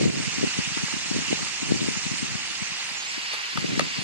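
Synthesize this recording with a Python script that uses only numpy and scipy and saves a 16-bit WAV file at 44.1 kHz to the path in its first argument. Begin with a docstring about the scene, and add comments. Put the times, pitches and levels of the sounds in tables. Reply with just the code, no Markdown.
"""Thousands of starlings chatter on wires over a village: a hiss of overlapping whistles, the nearest standing out.
The flock sums short gliding tones with shaped noise; near whistles are single glides, rasps are buzzed noise bands.
Wind pops at the two ports of a hand-held camera as lumpy noise and short sagging swings, over a far hum of noise.
Fingers tap the camera's plastic body, ringing its modes, and it turns partly away from the flock."""
import sys
import numpy as np
from scipy import signal
from scipy.fft import rfft, irfft
from scipy.io import wavfile
from scipy.ndimage import uniform_filter1d

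SR = 44100
rng = np.random.default_rng(int(sys.argv[2]) if len(sys.argv) > 2 else 0)


def wrap_up_sound(samples):
    """Save the sound to the file named by the first command line argument, as 16-bit audio."""
    columns = np.atleast_2d(samples).T
    # keep every value between -1 and 1, then stretch to whole-number steps
    tamed = np.clip(columns, -1, 1)
    steps = np.round(tamed * 32767).astype(np.int16)
    wavfile.write(sys.argv[1], SR, steps)


N = 177987  # samples


def gain_of(db):
    """Decibel law: an amplitude ratio grows tenfold every 20 dB."""
    return 10 ** (np.asarray(db) / 20)


def evened(x):
    """Root-mean-square normalisation: scale to unit mean power."""
    return x / np.sqrt(np.mean(x ** 2) + 1e-20)


def read(points, hz):
    """Logarithmic frequency scale: interpolate a curve evenly per octave."""
    f, value = np.transpose(points)
    return np.interp(np.log(hz + 1), np.log(f + 1), value)


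def sides(db):
    """Interaural level difference: left and right gains, positive dB favouring the left."""
    return gain_of(np.array([db, -db]) / 2)


def add(mix, s, sound):
    """Superposition: sum a sound into the mix from time s, cut at its end."""
    part = mix[:, max(round(s * SR), 0):][:, :sound.shape[1]]
    part += sound[:, :part.shape[1]]


def colour(x, points):
    """Linear filtering: multiply the spectrum by a gain curve in dB."""
    spectrum = rfft(x)
    hz = np.fft.rfftfreq(x.shape[-1], 1 / SR)
    return irfft(spectrum * gain_of(read(points, hz)), x.shape[-1])


# How far the camera is turned from the wires. Each row: time in seconds, share turned away (0-1).
TURN_PATH = [(0, 0.25), (2.1, 0.23), (3.12, 0.48), (3.22, 0.56), (3.5, 0.64), (3.7, 0.48), (4.04, 0.51)]


def turned_away(s):
    """Orientation: the share by which the camera is turned from the wires at time s."""
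    return np.interp(s, *np.transpose(TURN_PATH))


# Balance of the birds with the camera facing them. Each row: frequency in Hz, left-right difference in dB.
FACING_LEAN = [(700, -0.5), (1700, -0.5), (2600, -3.5), (3450, 2.5), (4500, -3), (5500, -9), (6900, -14),
               (8300, -3), (10000, -3.5)]
# Balance of the birds with the camera turned away. Each row: frequency in Hz, left-right difference in dB.
TURNED_LEAN_DB = [(900, 1.5), (1900, -2), (2600, -6), (3450, -2.5), (5000, 3), (8300, 5.5)]


def lean(hz, s):
    """Level difference between ports: depends on frequency and on how far the camera has turned."""
    away = turned_away(s)
    return read(FACING_LEAN, hz) * (1 - away) + read(TURNED_LEAN_DB, hz) * away


def lag(s):
    """Arrival-time difference: the birds' delay in seconds at the left port, longer after the swing."""
    swing_s = (2.95, 3.08)
    return np.interp(s, swing_s, [.00009, .00027])


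def chorus(count, spread_db, glide, harsh_hz):
    """Incoherent summation of unrelated short calls: clean whistles up high, buzzed chirps below harsh_hz."""
    out = np.zeros(N)
    top_hz, bottom_hz, chirp_share = 11900, 900, .4
    for start, size, pitch, bend, arch, near, buzz in rng.random((count, 7)):
        harsh = pitch < chirp_share
        if harsh:
            base_hz = bottom_hz + (harsh_hz - bottom_hz) * pitch / chirp_share
            depth, shortest_s = .12, .004
        else:
            base_hz = harsh_hz + (top_hz - harsh_hz) * (pitch - chirp_share) / (1 - chirp_share)
            depth, shortest_s = glide, .0089
        hz = base_hz * (1 + depth * np.array([0, bend - arch, 2 * bend - 1.2]))
        u = np.linspace(0, 1, round(SR * shortest_s * 5 ** size))
        phase = 2 * np.pi * np.cumsum(np.interp(u, [0, .5, 1], hz)) / SR
        tone = np.sin(phase) * np.sin(np.pi * u)
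        if harsh:
            # 150 to 400 pulses per second
            pulses = np.cos(np.pi * (150 + 250 * buzz) * np.arange(len(u)) / SR) ** 6
            tone = tone * evened(pulses)
        nearness_db = -spread_db * np.log(1 - .97 * near)  # a few calls stand well above the rest
        add(out[None], start * N / SR, gain_of(nearness_db) * tone[None])
    return evened(out)


# Overall strength of the flock. Each row: time in seconds, level in dB.
FLOCK_LEVEL = [(0, -28), (.11, -33.5), (.21, -30.5), (.6, -29.5), (1.05, -30.5), (1.289, -29), (1.4, -30),
               (1.73, -31), (1.85, -30), (2.2, -31), (3.0, -30.5), (3.33, -28.5), (3.5, -29.5), (4.04, -29)]
# Flock spectrum with the camera facing the wires. Each row: frequency in Hz, relative level in dB per Hz.
FACING_TONE = [(290, -9.5), (500, -28), (780, -11.5), (1110, -12.5), (1550, -12), (2000, -6), (2400, -5),
               (2850, -2.5), (3150, -9), (3500, -9.5), (4700, -7), (5400, -7), (6900, -6.5), (8100, -10),
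               (10500, -35), (12000, -40.5), (13600, -84)]
# Flock spectrum with the camera turned away. Each row: frequency in Hz, relative level in dB per Hz.
TURNED_TONE = [(290, -38.5), (500, -31.5), (800, -16.5), (1500, -13), (2100, -9), (2500, -9), (2900, -8),
               (3400, -12.5), (3900, -15.5), (4500, -9.5), (5100, -15.5), (6200, -23), (8600, -33.5),
               (11000, -34), (12700, -32), (13600, -72)]
# Coherence of the flock between the ports. Each row: frequency in Hz, left-right likeness (0-1).
LIKENESS = [(500, .58), (1100, .52), (1750, .42), (2600, .36), (4500, .46), (6900, .33), (10000, .36)]


def flock():
    """Diffuse source field: calls over the blur of far birds and wings, in patches, recoloured by the turn."""
    share = 0.31  # part of the power in separate calls
    voices = np.array([chorus(count=7500, spread_db=1.5, glide=0.0543, harsh_hz=3359) for _ in range(2)])
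    blur = rng.standard_normal((2, N))
    crowd = np.sqrt(share) * voices + np.sqrt(1 - share) * blur
    hz, t, (a, b) = signal.stft(crowd, SR, nperseg=512, noverlap=384)
    same = np.clip(read(LIKENESS, hz), -1, 1)[:, None]
    late = np.exp(-2j * np.pi * np.outer(hz, lag(t)))
    away = turned_away(t)
    tone_db = np.outer(read(FACING_TONE, hz), 1 - away) + np.outer(read(TURNED_TONE, hz), away)
    patches = uniform_filter1d(rng.standard_normal(a.shape), size=8, axis=0)
    patches = evened(uniform_filter1d(patches, size=9, axis=1))
    left = a * late
    right = same * a + np.sqrt(1 - same ** 2) * b
    z = np.array([left, right]) * sides(lean(hz[:, None], t))
    z *= gain_of(tone_db + 0.7 * patches)
    crowd = evened(signal.istft(z, SR, nperseg=512, noverlap=384)[1][:, :N])
    return crowd * gain_of(np.interp(np.arange(N) / SR, *np.transpose(FLOCK_LEVEL)))


def pop(hz, cycles, sag):
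    """Pressure transient of one eddy: a swing that slows and broadens, with no net push, at unit peak."""
    u = np.arange(-2 * cycles, 2 * cycles, hz / SR)
    slowing = (0.12 + sag) * np.log(np.cosh(2 * u)) / 2
    turn = 2 * np.pi * (u - slowing + rng.random())
    width = cycles * (1 + sag * np.tanh(2 * u))
    bell = np.exp(-4 * np.log(2) * (u / width) ** 2)
    swing = bell * np.cos(turn)
    swing = swing - bell * swing.sum() / bell.sum()
    return swing / abs(swing).max()


# Wind between the eddies. Each row: time in seconds, level in dB before port balance and mixing.
GUST_LEVEL = [(0, -23.5), (.2, -33.5), (.3, -41), (.47, -33), (.54, -56), (.8, -45.5), (1.03, -47),
              (1.17, -26.5), (1.27, -48), (1.4, -37.5), (1.56, -52), (1.65, -34), (1.85, -33.5), (2.0, -47),
              (2.35, -41), (2.44, -48), (2.62, -55), (3.15, -55), (3.3, -58), (3.5, -65), (3.57, -38),
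              (3.82, -31), (3.95, -48), (4.04, -32)]
# The hardest eddies. Each row: centre in seconds, peak in dB before filtering and port mixing,
# pitch in Hz, port (0 left, 1 right).
EDDIES = [(0.014, -8, 394, 0), (0.058, -10.5, 284, 0), (0.066, -8, 224, 0), (0.08, -11.5, 300, 1),
          (.1, -15, 237, 1), (0.143, -18, 232, 1), (0.178, -17.5, 224, 1), (0.201, -13.5, 241, 0),
          (0.278, -16, 163, 1), (0.386, -17, 222, 0), (0.413, -22, 240, 0), (0.431, -14, 380, 0),
          (0.439, -6.5, 308, 0), (0.446, -13, 300, 1), (0.471, -18.5, 221, 1), (0.59, -10, 223, 0),
          (0.677, -19.5, 173, 1), (0.72, -23, 160, 0), (0.773, -16, 287, 0), (0.838, -14.5, 194, 0),
          (0.94, -17.5, 245, 1), (0.968, -20.5, 237, 0), (1.114, -16.5, 278, 0), (1.165, -14, 298, 0),
          (1.189, -16, 225, 0), (1.223, -20.5, 232, 0), (1.285, -23, 230, 0), (1.312, -15, 275, 1),
          (1.329, -6, 410, 0), (1.43, -21, 202, 0), (1.631, -17, 250, 0), (1.693, -26, 276, 0),
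          (1.7213, -4, 307, 0), (1.722, -39, 229, 1), (1.711, -24, 400, 0), (1.752, -23, 260, 0),
          (1.759, -20, 279, 0), (1.819, -14, 240, 0), (1.829, -16, 260, 0), (1.844, -17, 240, 0),
          (1.887, -10, 288, 0), (1.973, -17.5, 211, 0), (2.066, -17, 208, 0), (2.117, -15.5, 208, 0),
          (2.14, -20.5, 249, 1), (2.23, -15, 215, 0), (2.245, -23, 260, 0), (2.32, -23, 137, 0),
          (2.354, -18, 165, 0), (2.51, -30, 261, 0), (2.623, -21, 174, 0), (2.72, -30.5, 169, 0),
          (2.918, -31, 190, 1), (3.18, -25, 274, 0), (3.559, -19.5, 208, 0), (3.584, -15.5, 178, 0),
          (3.645, -12.5, 341, 0), (3.697, -19.5, 224, 0), (3.721, -17.5, 285, 1), (3.733, -16, 231, 1),
          (3.779, -11.5, 252, 0), (3.819, -17.5, 258, 1), (3.989, -16.5, 175, 0)]
# Spectrum of the turbulence. Each row: frequency in Hz, relative gain in dB.
WIND_TONE = [(15, -36), (40, -9), (80, -6.5), (150, 6.5), (260, 1.5), (420, -4.5), (700, -15), (1200, -50)]


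def wind():
    """Turbulent pressure at the ports: unrelated lumpy noise and pops, each channel minus part of the other."""
    stir_db, calm_db_per_s = -18.5, 500  # churning air: level under an eddy's peak, fall to either side
    soft_cycles, snap = 1.25, 0.55  # a soft eddy's length; how much harder ones shorten
    t = np.arange(0, N + 64, 64) / SR
    churn_db = np.max([db + stir_db - calm_db_per_s * abs(t - s) for s, db, *_ in EDDIES], axis=0)
    gusts = gain_of(np.interp(t, *np.transpose(GUST_LEVEL)))
    level = np.hypot(gusts, gain_of(churn_db))
    lumps = gain_of(1.46 * np.minimum(rng.exponential(1, (2, N)), 4)) * rng.standard_normal((2, N))
    lumps *= rng.random((2, N)) < 600 / SR  # about 600 lumps per second at each port
    turbulence = evened(colour(lumps, WIND_TONE))
    ports = turbulence * np.interp(np.arange(N) / SR, t, level) * sides(1.4)[:, None]
    jolts = np.zeros((2, N))
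    for s, db, hz, port in EDDIES:
        cycles = soft_cycles * (1 - snap * gain_of(db))
        eddy = gain_of(db) * pop(hz, cycles, sag=0.81 * gain_of(db))
        add(jolts[round(port)][None], s - 2 * cycles / hz, eddy[None])
    ports = ports + signal.sosfilt(signal.butter(1, 70, "high", fs=SR, output="sos"), jolts)
    return ports - .48 * ports[::-1]


# Spectrum of the far hum. Each row: frequency in Hz, relative gain in dB.
VILLAGE_TONE = [(20, -30), (60, 12), (150, 2), (400, 20.5), (700, 17), (1200, -82)]


def village():
    """Stationary background noise: a steady far hum, unrelated in the two channels."""
    hum = evened(colour(rng.standard_normal((2, N)), VILLAGE_TONE))
    return gain_of(-57.5) * hum


def whistle(length, hz, flutter, wobble_hz):
    """Frequency modulation: a near sine gliding through three pitches, level and pitch trembling; rms 1."""
    u = np.linspace(0, 1, max(round(length * SR), 8))
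    waver, tremble = (evened(uniform_filter1d(z, size=70)) for z in rng.standard_normal((2, len(u))))
    glide = np.polyval(np.polyfit([0, .5, 1], hz, 2), u) + wobble_hz * tremble
    tone = np.sin(2 * np.pi * np.cumsum(glide) / SR)
    swell = np.sqrt(np.sin(np.pi * u) + 1e-9)
    return evened(tone * swell * (1 + flutter * waver))


# The nearest whistles. Each row: start in seconds, length in seconds, start, middle and end pitch in Hz,
# level in dB before left-right balance.
NEAR_WHISTLES = [(.05, .02, 6750, 6700, 6650, -43), (.119, .042, 8350, 8450, 8350, -49),
                 (.205, .06, 8300, 8290, 8200, -44), (.25, .025, 7300, 7150, 7050, -43),
                 (.315, .055, 6250, 6400, 6750, -43), (.345, .018, 4600, 4600, 4550, -42),
                 (.385, .04, 4150, 4200, 4200, -44), (.44, .022, 7100, 7050, 7000, -43),
                 (.49, .022, 4500, 4550, 4500, -42), (.528, .018, 5300, 5300, 5300, -42),
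                 (.555, .048, 8350, 8550, 8350, -47), (.672, .02, 5800, 5650, 5550, -43),
                 (.705, .03, 5950, 5850, 5900, -43), (.778, .019, 9080, 9100, 9120, -51),
                 (.795, .03, 7800, 8050, 8250, -48), (.835, .035, 8830, 9000, 8660, -48),
                 (.855, .032, 4500, 4600, 4680, -43), (.87, .016, 3800, 3850, 3850, -42),
                 (.875, .03, 8480, 8860, 9030, -48), (.898, .02, 7210, 6980, 7030, -41),
                 (.91, .028, 8750, 8750, 8720, -50), (.975, .035, 8150, 8050, 7950, -47),
                 (1.052, .03, 8450, 8530, 8500, -48), (1.126, .022, 4630, 4630, 4660, -38),
                 (1.152, .022, 5970, 6100, 6030, -41), (1.178, .018, 5550, 5600, 5650, -42),
                 (1.318, .048, 3910, 3860, 3950, -41), (1.385, .06, 7550, 7600, 7750, -45),
                 (1.434, .035, 8100, 8520, 8050, -44), (1.47, .03, 7400, 7450, 7450, -45),
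                 (1.5, .045, 8150, 8300, 8100, -49), (1.525, .025, 4700, 4600, 4400, -42),
                 (1.6, .035, 6650, 6750, 6950, -44), (1.66, .052, 8530, 8720, 8380, -48),
                 (1.679, .042, 7410, 7190, 6760, -43), (1.77, .02, 5550, 5450, 5400, -43),
                 (1.852, .024, 4250, 4400, 4550, -43), (1.875, .09, 8550, 8200, 8000, -44),
                 (1.962, .038, 6600, 6720, 6700, -39), (2.022, .02, 5500, 5760, 5900, -39),
                 (2.01, .022, 4850, 4950, 4950, -43), (2.035, .018, 4100, 4000, 3900, -40),
                 (2.145, .06, 6750, 7200, 7300, -40), (2.16, .08, 8000, 8300, 7800, -45),
                 (2.212, .022, 8500, 8600, 8420, -46), (2.24, .045, 6250, 6360, 6400, -42),
                 (2.275, .016, 3800, 3850, 3900, -42), (2.355, .025, 4550, 4400, 4250, -43),
                 (2.45, .04, 8500, 8850, 9050, -50), (2.489, .052, 9350, 9340, 9370, -56),
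                 (2.5, .02, 3400, 3480, 3520, -40), (2.545, .05, 4850, 4950, 4950, -44),
                 (2.555, .04, 6900, 7000, 7050, -45), (2.6, .035, 7750, 7800, 7720, -43),
                 (2.617, .06, 6380, 6250, 6150, -43), (2.672, .019, 7740, 7760, 7850, -45),
                 (2.685, .02, 7400, 7300, 7250, -44), (2.785, .03, 3780, 3760, 3720, -43),
                 (2.8, .09, 8250, 8250, 8150, -50), (2.815, .03, 7000, 6750, 6500, -43),
                 (2.855, .065, 8850, 8700, 8550, -49), (2.88, .035, 4600, 4400, 4300, -43),
                 (2.934, .018, 3750, 3650, 3550, -41), (2.93, .11, 7400, 6850, 6300, -42),
                 (3.045, .028, 6500, 6600, 6700, -43), (3.08, .024, 7900, 8000, 8100, -45),
                 (3.09, .02, 5550, 5500, 5450, -42), (3.075, .04, 7600, 7400, 7100, -43),
                 (3.11, .026, 8600, 8500, 8350, -47), (3.222, .018, 4050, 4050, 4050, -42),
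                 (3.26, .022, 5350, 5300, 5250, -43), (3.265, .05, 4300, 4350, 4100, -42),
                 (3.3, .055, 4750, 4650, 4600, -42), (3.352, .016, 3550, 3700, 3850, -40),
                 (3.5, .03, 4800, 4850, 4800, -44), (3.58, .044, 9170, 9120, 9300, -52),
                 (3.67, .022, 5600, 5500, 5450, -45), (3.86, .025, 7250, 7300, 7350, -49),
                 (3.93, .03, 4900, 4800, 4700, -41), (3.96, .05, 4600, 4400, 4300, -42),
                 (3.998, .036, 8900, 8560, 8670, -48)]


def near_birds():
    """Point sources: whistles above the crowd, leaning as the flock does and later at the left port."""
    out = np.zeros((2, N))
    for s, length, *hz, db in NEAR_WHISTLES:
        call = gain_of(db) * whistle(length, hz, flutter=.4, wobble_hz=50)
        left, right = sides(lean(hz[1], s))[:, None] * call
        add(out[:1], s + lag(s), left[None])
        add(out[1:], s, right[None])
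    return out


# The nearest rasps. Each row: start in seconds, length in seconds, centre frequency in Hz,
# level in dB before left-right balance.
NEAR_RASPS = [(0.463, 0.095, 2800, -39), (0.593, 0.1, 2700, -38), (1.085, 0.04, 2750, -45),
              (1.264, 0.071, 2800, -34.5)]


def rasps():
    """Amplitude modulation: hoarse band noise beaten by a fast buzz, with the facing camera's balance."""
    width_hz, buzz_hz = 440, 94
    out = np.zeros((2, N))
    for s, length, hz, db in NEAR_RASPS:
        t = np.arange(0, length, 1 / SR)
        band = signal.butter(2, [hz - width_hz / 2, hz + width_hz / 2], "band", fs=SR, output="sos")
        hoarse = signal.sosfilt(band, rng.standard_normal(len(t)))
        beat = 1 + 0.29 * np.sin(2 * np.pi * (buzz_hz * t + rng.random()))
        call = evened(hoarse * beat * np.sqrt(np.sin(np.pi * t / length)))
        left, right = gain_of(db) * sides(read(FACING_LEAN, hz))[:, None] * call
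        add(out[:1], s + lag(s), left[None])
        add(out[1:], s, right[None])
    return out


# Fingers on the body. Each row: start in seconds, level in dB, left-right difference in dB, contact in
# seconds, strongest frequency in Hz, fall-off in dB per octave squared, firm share (0-1), rebound in seconds.
FINGER_TAPS = [(0.775, -31, -2, 0.0028, 1250, 20, 0.2, 0.00074),
               (.881, -33, -4, 0.0062, 900, 5, .2, 0.0011), (0.924, -31.5, -4, 0.0048, 1200, 8, .2, .0008),
               (1.39, -34, -5, 0.0021, 1000, 14, .3, 0.0011), (1.4665, -32, 4, 0.009, 1200, 10, .25, .004),
               (3.33, -33, -6, 0.045, 3000, 0.5, 0, .001), (3.332, -37, 3, 0.035, 1100, 1, 0.04, 0.00092),
               (3.5735, -20.5, 1, 0.003, 1800, 1.5, 0.7, 0.00085),
               (3.754, -31, 1, 0.0025, 2300, 20, .3, 0.00093),
               (3.7942, -13, 2.5, 0.005, 1600, 1.6, 0.67, .0016),
               (3.806, -24.5, 7, 0.008, 2500, 2, 0.03, 0.0018)]
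# Modes of the plastic body. Each row: frequency in Hz, relative level in dB, 60 dB decay time in seconds,
# left-right difference in dB, phase between the ports in cycles.
BODY_MODES = [(448, -9, 0.018, -22, 0.2), (575, -2.5, 0.026, 11, 0.11), (917, -0.5, 0.021, 6, 0.12),
              (1227, 1.5, 0.021, 10, 0.091), (1614, 2, 0.02, -2, 0.44), (2070, -1.5, 0.016, -3, 0.35),
              (2350, -5, .016, 3, .2), (2730, -1.5, 0.019, 6, 0.17), (3430, -0.5, 0.013, -9, 0.25),
              (4300, -1, 0.009, 0, 0.21), (4700, 0.5, 0.01, -6, 0.27), (6300, 1, 0.0097, -4, 0.39),
              (8800, 7, 0.0034, -4, 0.34), (9900, -6.5, 0.0042, -2, 0.18), (11100, -5, 0.0048, -7, 0.29)]


def handling():
    """Modal excitation: a firm blow with one rebound and a dying rattle ring the body modes at both ports."""
    rise_cycles, rebound_height = 0.64, 0.82  # a mode's build-up; rebound against the blow
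    out, t = np.zeros((2, N)), np.arange(1500) / SR
    hz, mode_db, t60, mode_lean_db, turn = np.transpose(BODY_MODES)[:, :, None]
    envelope = np.minimum(t * hz / rise_cycles, 1) * gain_of(-60 * t / t60)
    ring = envelope * np.sin(2 * np.pi * (hz * t + np.array([0 * turn, turn])))
    for s, db, lean_db, contact, centre_hz, fall_db, firm, rebound in FINGER_TAPS:
        u = np.linspace(0, 1, round(contact * SR) + 2)
        rattle = rng.standard_normal((1, len(hz), len(u))) * np.minimum(u * contact / 0.00035, 1)
        rattle *= (1 - u) ** np.clip(hz * 0.0045 / contact / 1500, 1, 4)  # later: softer and duller
        loose = signal.fftconvolve(ring, rattle, axes=2)
        loose *= np.linalg.norm(ring, axis=2, keepdims=True) / np.linalg.norm(loose, axis=2, keepdims=True)
        blows = np.zeros((1, 1, len(u)))
        blows[..., [0, min(round(rebound * SR), len(u) - 1)]] = 1, rebound_height
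        struck = signal.fftconvolve(ring, blows, axes=2)
        modes = np.sqrt(1 - firm) * loose + np.sqrt(firm / 2) * struck
        tilt_db = mode_db - fall_db * np.log2(hz / centre_hz) ** 2
        blow = (modes * sides(lean_db + mode_lean_db) * gain_of(tilt_db)).sum(1)
        power = uniform_filter1d((blow ** 2).mean(0), size=100).max()  # level is set at the loudest moment
        add(out, s, gain_of(db) * blow / np.sqrt(power))
    return out


def scene():
    """Superposition of birds, wind, hum and hands."""
    return flock() + wind() + village() + near_birds() + rasps() + handling()


def record(dry):
    """Band limiting: the microphone's bass cut, then a steep treble limit."""
    edge_hz = 13500
    cut = signal.sosfilt(signal.butter(2, 75, "high", fs=SR, output="sos"), dry)
    limit = signal.firwin(511, edge_hz, window=("kaiser", 9), fs=SR)
    return signal.oaconvolve(cut, limit[None], "same")


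dry = scene()
out = record(dry)
wrap_up_sound(out)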